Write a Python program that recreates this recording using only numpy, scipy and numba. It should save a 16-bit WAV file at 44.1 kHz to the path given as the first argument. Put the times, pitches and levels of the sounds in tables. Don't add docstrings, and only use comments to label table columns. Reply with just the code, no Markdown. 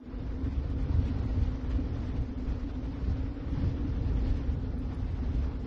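import sys
import numpy as np
from scipy import signal
from scipy.fft import rfft, irfft, next_fast_len
from scipy.io import wavfile
from scipy.ndimage import uniform_filter1d
from numba import njit

SR = 44100
rng = np.random.default_rng(int(sys.argv[2]) if len(sys.argv) > 2 else 0)


def digitize_waveform(pressure):
    field = np.atleast_2d(pressure).T
    bounded = np.clip(field, -1, 1)
    quanta = np.round(bounded * 32767).astype(np.int16)
    wavfile.write(sys.argv[1], SR, quanta)


def gain_from_db(level_db):
    decades = np.asarray(level_db, float) / 20
    return 10 ** decades


N = 249606

# time in seconds, level in dB.
WIND_PRESSURE = [(0.0, -64), (0.06, -54), (0.15, -51), (0.45, -45.5), (0.82, -39.0), (1.19, -39),
                 (1.57, -43.5), (1.94, -41), (2.31, -45.5), (2.68, -46.5), (3.06, -40), (3.43, -43.5),
                 (3.8, -40.1), (4.17, -37.5), (4.54, -43.0), (4.92, -42), (5.29, -39.5), (5.66, -46.1)]
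# time in seconds, lift in dB (minus for a lull), centre in Hz, half length in seconds.
EDDIES = [(0.158, 8.5, 34.7, 0.061), (0.237, 10.5, 100.6, 0.025), (0.33, 7, 49.6, 0.035),
          (0.465, 12.5, 70, 0.019), (0.585, 8, 70, 0.017), (0.977, 9, 70, 0.035), (1.402, 8.5, 70, 0.034),
          (1.494, 8.0, 35, 0.036), (1.671, 7, 50, 0.023), (1.746, 9, 70, 0.025), (2.036, -2, 35, 0.037),
          (2.197, 7, 140, 0.044), (2.2, 13, 35, 0.035), (2.28, -14, 140, 0.025), (2.479, 7, 35.4, 0.029),
          (2.51, 9.5, 100, 0.025), (2.555, 6.4, 35, 0.061), (2.629, 7.5, 35, 0.025),
          (2.968, -9.5, 50.4, 0.031), (3.093, 6.2, 100, 0.021), (3.136, 4, 49.6, 0.054),
          (3.247, 3, 35, 0.046), (3.367, -14, 100, 0.03), (3.57, 9.8, 35, 0.019), (3.613, 9.4, 140, 0.052),
          (3.68, 6, 70, 0.032), (4.316, 10.5, 34, 0.054), (4.51, 8.5, 50.5, 0.025),
          (4.568, 5.5, 140, 0.018), (5.413, 6, 70, 0.06)]
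# frequency in Hz, density in dB per Hz.
THUMP_COLOUR = [(12, -45.5), (24, -7), (42, -2.5), (50, 2), (62, -23)]
RUMBLE_COLOUR = [(40, -21.5), (52, 1.5), (66, 1.5), (84, -2.5), (110, -9), (140, -26)]
ROAR_COLOUR = [(70, -22), (120, 3.5), (200, -6), (370, -17.5), (600, -30)]

# time in seconds, level in dB, centre in Hz.
MOAN_COURSE = [(0.0, -50.5, 259), (0.1, -44.5, 254), (0.75, -43, 266.3), (1.3, -43.5, 247),
               (1.6, -41, 255.7), (2.6, -44.5, 253), (3.4, -42.5, 274.7), (4.1, -42.5, 260.7),
               (4.8, -40.5, 254), (5.3, -50, 245.5), (5.66, -38, 246.5)]
# time in seconds, lift in dB.
MOAN_SWELLS = [(0.409, 6), (0.474, 6), (0.659, -9.5), (0.748, 5.5), (0.888, 3), (1.013, 4.56), (1.098, 7.5),
               (1.257, 4.56), (1.367, 5.04), (1.796, 8), (2.31, 4.5), (2.41, 8), (2.534, 2), (2.659, 8),
               (2.794, 6), (2.878, 4), (3.208, 4.5), (3.293, 2), (3.553, 5.5), (3.776, 5), (3.851, 9),
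               (4.26, 4.5), (4.585, -7), (4.644, 3), (4.704, -8), (5.118, -6), (5.243, 10), (5.293, 4.5),
               (5.348, 10), (5.597, -8.28)]

# time in seconds, level in dB.
SNOW_DENSITY = [(0.0, -73.5), (0.06, -67.5), (0.15, -61), (0.45, -61.5), (0.82, -58), (1.19, -57.0),
                (1.57, -60.0), (1.94, -59.5), (2.31, -61), (2.68, -61), (3.06, -58.5), (3.43, -60.5),
                (3.8, -60), (4.17, -57.5), (4.54, -61.5), (4.92, -62), (5.29, -58), (5.66, -62.5)]
# time in seconds, lift in dB (minus for a gap), half length in seconds.
SNOW_PUFFS = [(0.454, 2.5, 0.025), (0.673, -3.5, 0.012), (0.768, -4.5, 0.012), (1.073, 2.5, 0.025),
              (1.412, 2.0, 0.056), (1.527, 2.5, 0.025), (1.716, 8, 0.011), (1.766, 2.0, 0.025),
              (2.05, 2.5, 0.05), (2.17, 5, 0.0095), (2.509, 5.5, 0.023), (2.604, 5, 0.0088),
              (2.704, 3.5, 0.011), (3.103, 2, 0.012), (3.347, -3, 0.025), (3.542, 1, 0.012),
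              (3.612, 4, 0.062), (3.707, 2, 0.021), (4.3, 4, 0.05), (4.405, 3, 0.0088), (4.495, 2.5, 0.035),
              (4.944, 2.5, 0.062), (5.433, 6.5, 0.014), (5.652, 2.5, 0.0071)]
# frequency in Hz, density in dB per Hz.
RUSH_COLOUR = [(190, -27.5), (330, -3.5), (371, -6), (470, -4), (636, -11), (794, -11), (1450, -16.5),
               (2100, -29.5)]
HISS_COLOUR = [(1200, -13.5), (1800, 0.5), (2600, -3.5), (3600, -5.5), (4800, -25)]
SIZZLE_COLOUR = [(3000, -16.5), (4000, 2), (4900, 1.5), (5830, -3.5), (7000, -12), (8500, -19.5),
                 (12000, -33)]

# time in seconds, peak in dB.
FLAKE_TICKS = [
    (0.6993, -69),
    (0.8274, -64.5),
    (1.2506, -73),
    (1.4376, -85),
    (1.65, -91),
    (2.8524, -86),
    (4.2842, -83.5),
    (4.376, -70),
]
# time in seconds, peak in dB, ring in Hz.
ICE_PINGS = [
    (1.0803, -78, 8650),
    (2.6259, -79.5, 9740),
    (3.5175, -70, 10300),
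    (4.788, -65, 10070),
    (4.9457, -65.5, 10300),
]

# frequency in Hz, step in dB.
ROUNDING_STEP = [(100, -55), (1000, -50), (2000, -52), (3500, -53), (5000, -54), (7000, -57), (9000, -61),
                 (13000, -64)]


def rms_one(x):
    return x / np.sqrt(np.mean(x ** 2) + 1e-20)


def evened(x, span_s):
    return rms_one(x / np.sqrt(uniform_filter1d(x ** 2, round(span_s * SR)) + 0.058))


def in_time(rows):
    s, *columns = np.transpose(rows)
    return [np.interp(np.arange(N) / SR, s, c) for c in columns]


def drift(rate):
    hop = 40
    r = np.exp(-2 * hop * np.pi * rate / SR)
    chance = rng.standard_normal(N // hop + 2002)
    slow = signal.lfilter([1], [1, -2 * r, r * r], chance)[2000:]
    return np.interp(np.arange(N) / hop, np.arange(len(slow)), rms_one(slow))


def bump(s, half_s):
    t = np.arange(0, N + 64, 64) / SR
    return np.exp(-.5 * ((t - s) / max(half_s, .005)) ** 2)


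def lifts(rows):
    coarse = sum(db * bump(s, half_s) for s, db, half_s in rows)
    return np.interp(np.arange(N) / 64, np.arange(len(coarse)), coarse)


def coloured(colour):
    size = next_fast_len(N, True)
    hz = np.maximum(np.arange(size // 2 + 1) * SR / size, 1)
    point_hz, point_db = np.transpose(colour)
    density_db = np.interp(np.log(hz), np.log(point_hz), point_db)
    return hz, rfft(rng.standard_normal(size)) * gain_from_db(density_db)


def patchy(colour, shared_db, own_db, shared_rate, own_rate):
    hz, noise = coloured(colour)
    lowest, highest = colour[0][0], colour[-1][0]
    place = 2 * np.log2(hz / lowest)
    together, out = drift(shared_rate), np.zeros(N)
    for k in range(int(2 * np.log2(highest / lowest)) + 2):
        share = np.cos(np.pi / 2 * np.clip(place - k, -1, 1)) ** 2
        band = irfft(noise * share, next_fast_len(N, True))[:N]
        out += gain_from_db(shared_db * together + own_db * drift(own_rate)) * band
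    return rms_one(out)


def eddies_near(hz):
    spread_octaves = .6
    rows = []
    for s, db, centre, half_s in EDDIES:
        nearness = np.exp(-.5 * (np.log2(centre / hz) / spread_octaves) ** 2)
        rows.append((s, db * nearness, half_s))
    return lifts(rows)


def buffet():
    opening_db, opening_s = -21, 0.037
    wind_db = in_time(WIND_PRESSURE)[0] + opening_db * np.exp(-(np.arange(N) / SR / opening_s) ** 2)
    thump = patchy(THUMP_COLOUR, shared_db=2.5, own_db=5.0, shared_rate=8.9, own_rate=8.1)
    rumble = patchy(RUMBLE_COLOUR, shared_db=1.7, own_db=0.4, shared_rate=3.8, own_rate=11.0)
    roar = patchy(ROAR_COLOUR, shared_db=1.6, own_db=0.2, shared_rate=17.0, own_rate=6.2)
    out = gain_from_db(wind_db + 1 + eddies_near(hz=39.7)) * evened(thump, span_s=0.07)
    out += gain_from_db(wind_db + 7 + eddies_near(hz=70)) * evened(rumble, span_s=0.055)
    out += gain_from_db(wind_db - 1 + eddies_near(hz=140)) * evened(roar, span_s=0.075)
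    return out


@njit
def wandering_resonance(x, hz, width_hz, rate):
    r, out = np.exp(-np.pi * width_hz / rate), np.zeros(len(x))
    for i in range(2, len(x)):
        out[i] = x[i] - x[i - 2] + 2 * r * np.cos(2 * np.pi * hz[i] / rate) * out[i - 1] - r * r * out[i - 2]
    return out


def hollow_tone(hz, width_hz):
    once = wandering_resonance(rng.standard_normal(N), hz, width_hz, SR)
    twice = wandering_resonance(once, hz, 1.85 * width_hz, SR)
    return evened(twice, span_s=0.07)


def moan():
    level_db, hz = in_time(MOAN_COURSE)
    waver_hz, overtone_ratio, overtone_db, swell_half_s = 2.5, 1.775, -13, .02
    hz = hz + waver_hz * drift(6.0)
    swell_db = lifts([(s, db, swell_half_s) for s, db in MOAN_SWELLS])
    fundamental = hollow_tone(hz, width_hz=34.4)
    overtone = hollow_tone(overtone_ratio * hz, width_hz=90)
    return gain_from_db(level_db + swell_db) * fundamental + gain_from_db(level_db + overtone_db) * overtone


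def snow_hiss():
    snow_db, = in_time(SNOW_DENSITY)
    mean_db = np.mean(snow_db)
    flutter_db, flutter_per_s = 0.94, 19
    flutter = drift(flutter_per_s)
    flutter = flutter - uniform_filter1d(flutter, round(.15 * SR))
    puff_db = lifts(SNOW_PUFFS) + flutter_db * flutter

    rush = patchy(RUSH_COLOUR, shared_db=0.85, own_db=0.95, shared_rate=12.0, own_rate=13.0)
    hiss = patchy(HISS_COLOUR, shared_db=0.65, own_db=0.9, shared_rate=11.0, own_rate=15.0)
    sizzle = patchy(SIZZLE_COLOUR, shared_db=0.1, own_db=1.5, shared_rate=12.0, own_rate=21.0)

    upper = signal.sosfiltfilt(signal.butter(1, 860, "high", fs=SR, output="sos"), rush)
    rush = rush + (gain_from_db(.5 * puff_db) - 1) * upper

    rush_db = mean_db + 8.5 + .75 * (snow_db - mean_db) + .35 * puff_db
    hiss_db = snow_db - 2 + puff_db
    sizzle_db = snow_db - 8.5 + 1.1 * puff_db
    return gain_from_db(rush_db) * rush + gain_from_db(hiss_db) * hiss + gain_from_db(sizzle_db) * sizzle


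def flakes():
    out, t = np.zeros(N), np.arange(900) / SR
    bright = signal.butter(3, [6500, 10000], "band", fs=SR, output="sos")
    for s, db in FLAKE_TICKS:
        burst = rng.standard_normal(900) * np.exp(-t / 0.0043)
        out[round(s * SR):][:900] += gain_from_db(db + 4.5) * signal.sosfilt(bright, burst)
    for s, db, hz in ICE_PINGS:
        ring = np.sin(2 * np.pi * hz * t) * np.exp(-t / 0.0042)
        out[round(s * SR):][:900] += gain_from_db(db + 1.5) * ring
    return out


def scene():
    return (buffet() + moan() + snow_hiss() + flakes())[None]


def thrifty_rounding(x):
    hop = 940
    n, k = np.arange(2 * hop), np.arange(hop)
    window = signal.windows.kaiser_bessel_derived(2 * hop, 3 * np.pi)
    basis = np.sqrt(2 / hop) * window * np.cos(np.pi / hop * np.outer(k + .5, n + .5 + hop / 2))
    frames = N // hop + 2
    padded = np.pad(x, (hop, (frames + 1) * hop - N - hop), mode="reflect").reshape(-1, hop)
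    lines = np.hstack([padded[:-1], padded[1:]]) @ basis.T

    hz = (k + .5) * SR / 2 / hop
    band = (3 * np.sqrt(k)).astype(int)
    bands = band[-1] + 1
    point_hz, point_db = np.transpose(ROUNDING_STEP)
    usual_db = np.interp(np.log(hz), np.log(point_hz), point_db)
    masking_db = 10 * np.log10(np.mean(lines[:, 90:280] ** 2, axis=1) + 1e-9)
    step_db = usual_db + .85 * (masking_db - np.median(masking_db))[:, None]
    step_db += 2.3 * rng.standard_normal((frames, bands))[:, band]
    step_db += 1.7 * rng.standard_normal((frames, 1))
    step_db[[round(s * SR / hop) for s, db in FLAKE_TICKS]] -= 11
    step = gain_from_db(step_db)
    rounded = np.sign(lines) * np.floor(np.abs(lines) / step + .4) * step

    chance = rng.random((frames // 2 + 1, bands)).repeat(2, axis=0)
    starved = chance[:frames, band] < .045
    halves = (rounded * ~(starved & (hz > 1500))) @ basis
    return (halves[:-1, hop:] + halves[1:, :hop]).ravel()[:N]


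def roll_off(x):
    return signal.sosfilt(signal.butter(12, 15700, fs=SR, output="sos"), x)


def record(dry):
    noise = signal.lfilter([1, .6], [1], rng.standard_normal(dry.shape))
    noise_db = -94 + 0.8 * drift(3.0)
    mix = thrifty_rounding(dry[0]) + gain_from_db(noise_db) * noise
    return roll_off(mix)


dry = scene()
out = record(dry)
digitize_waveform(out)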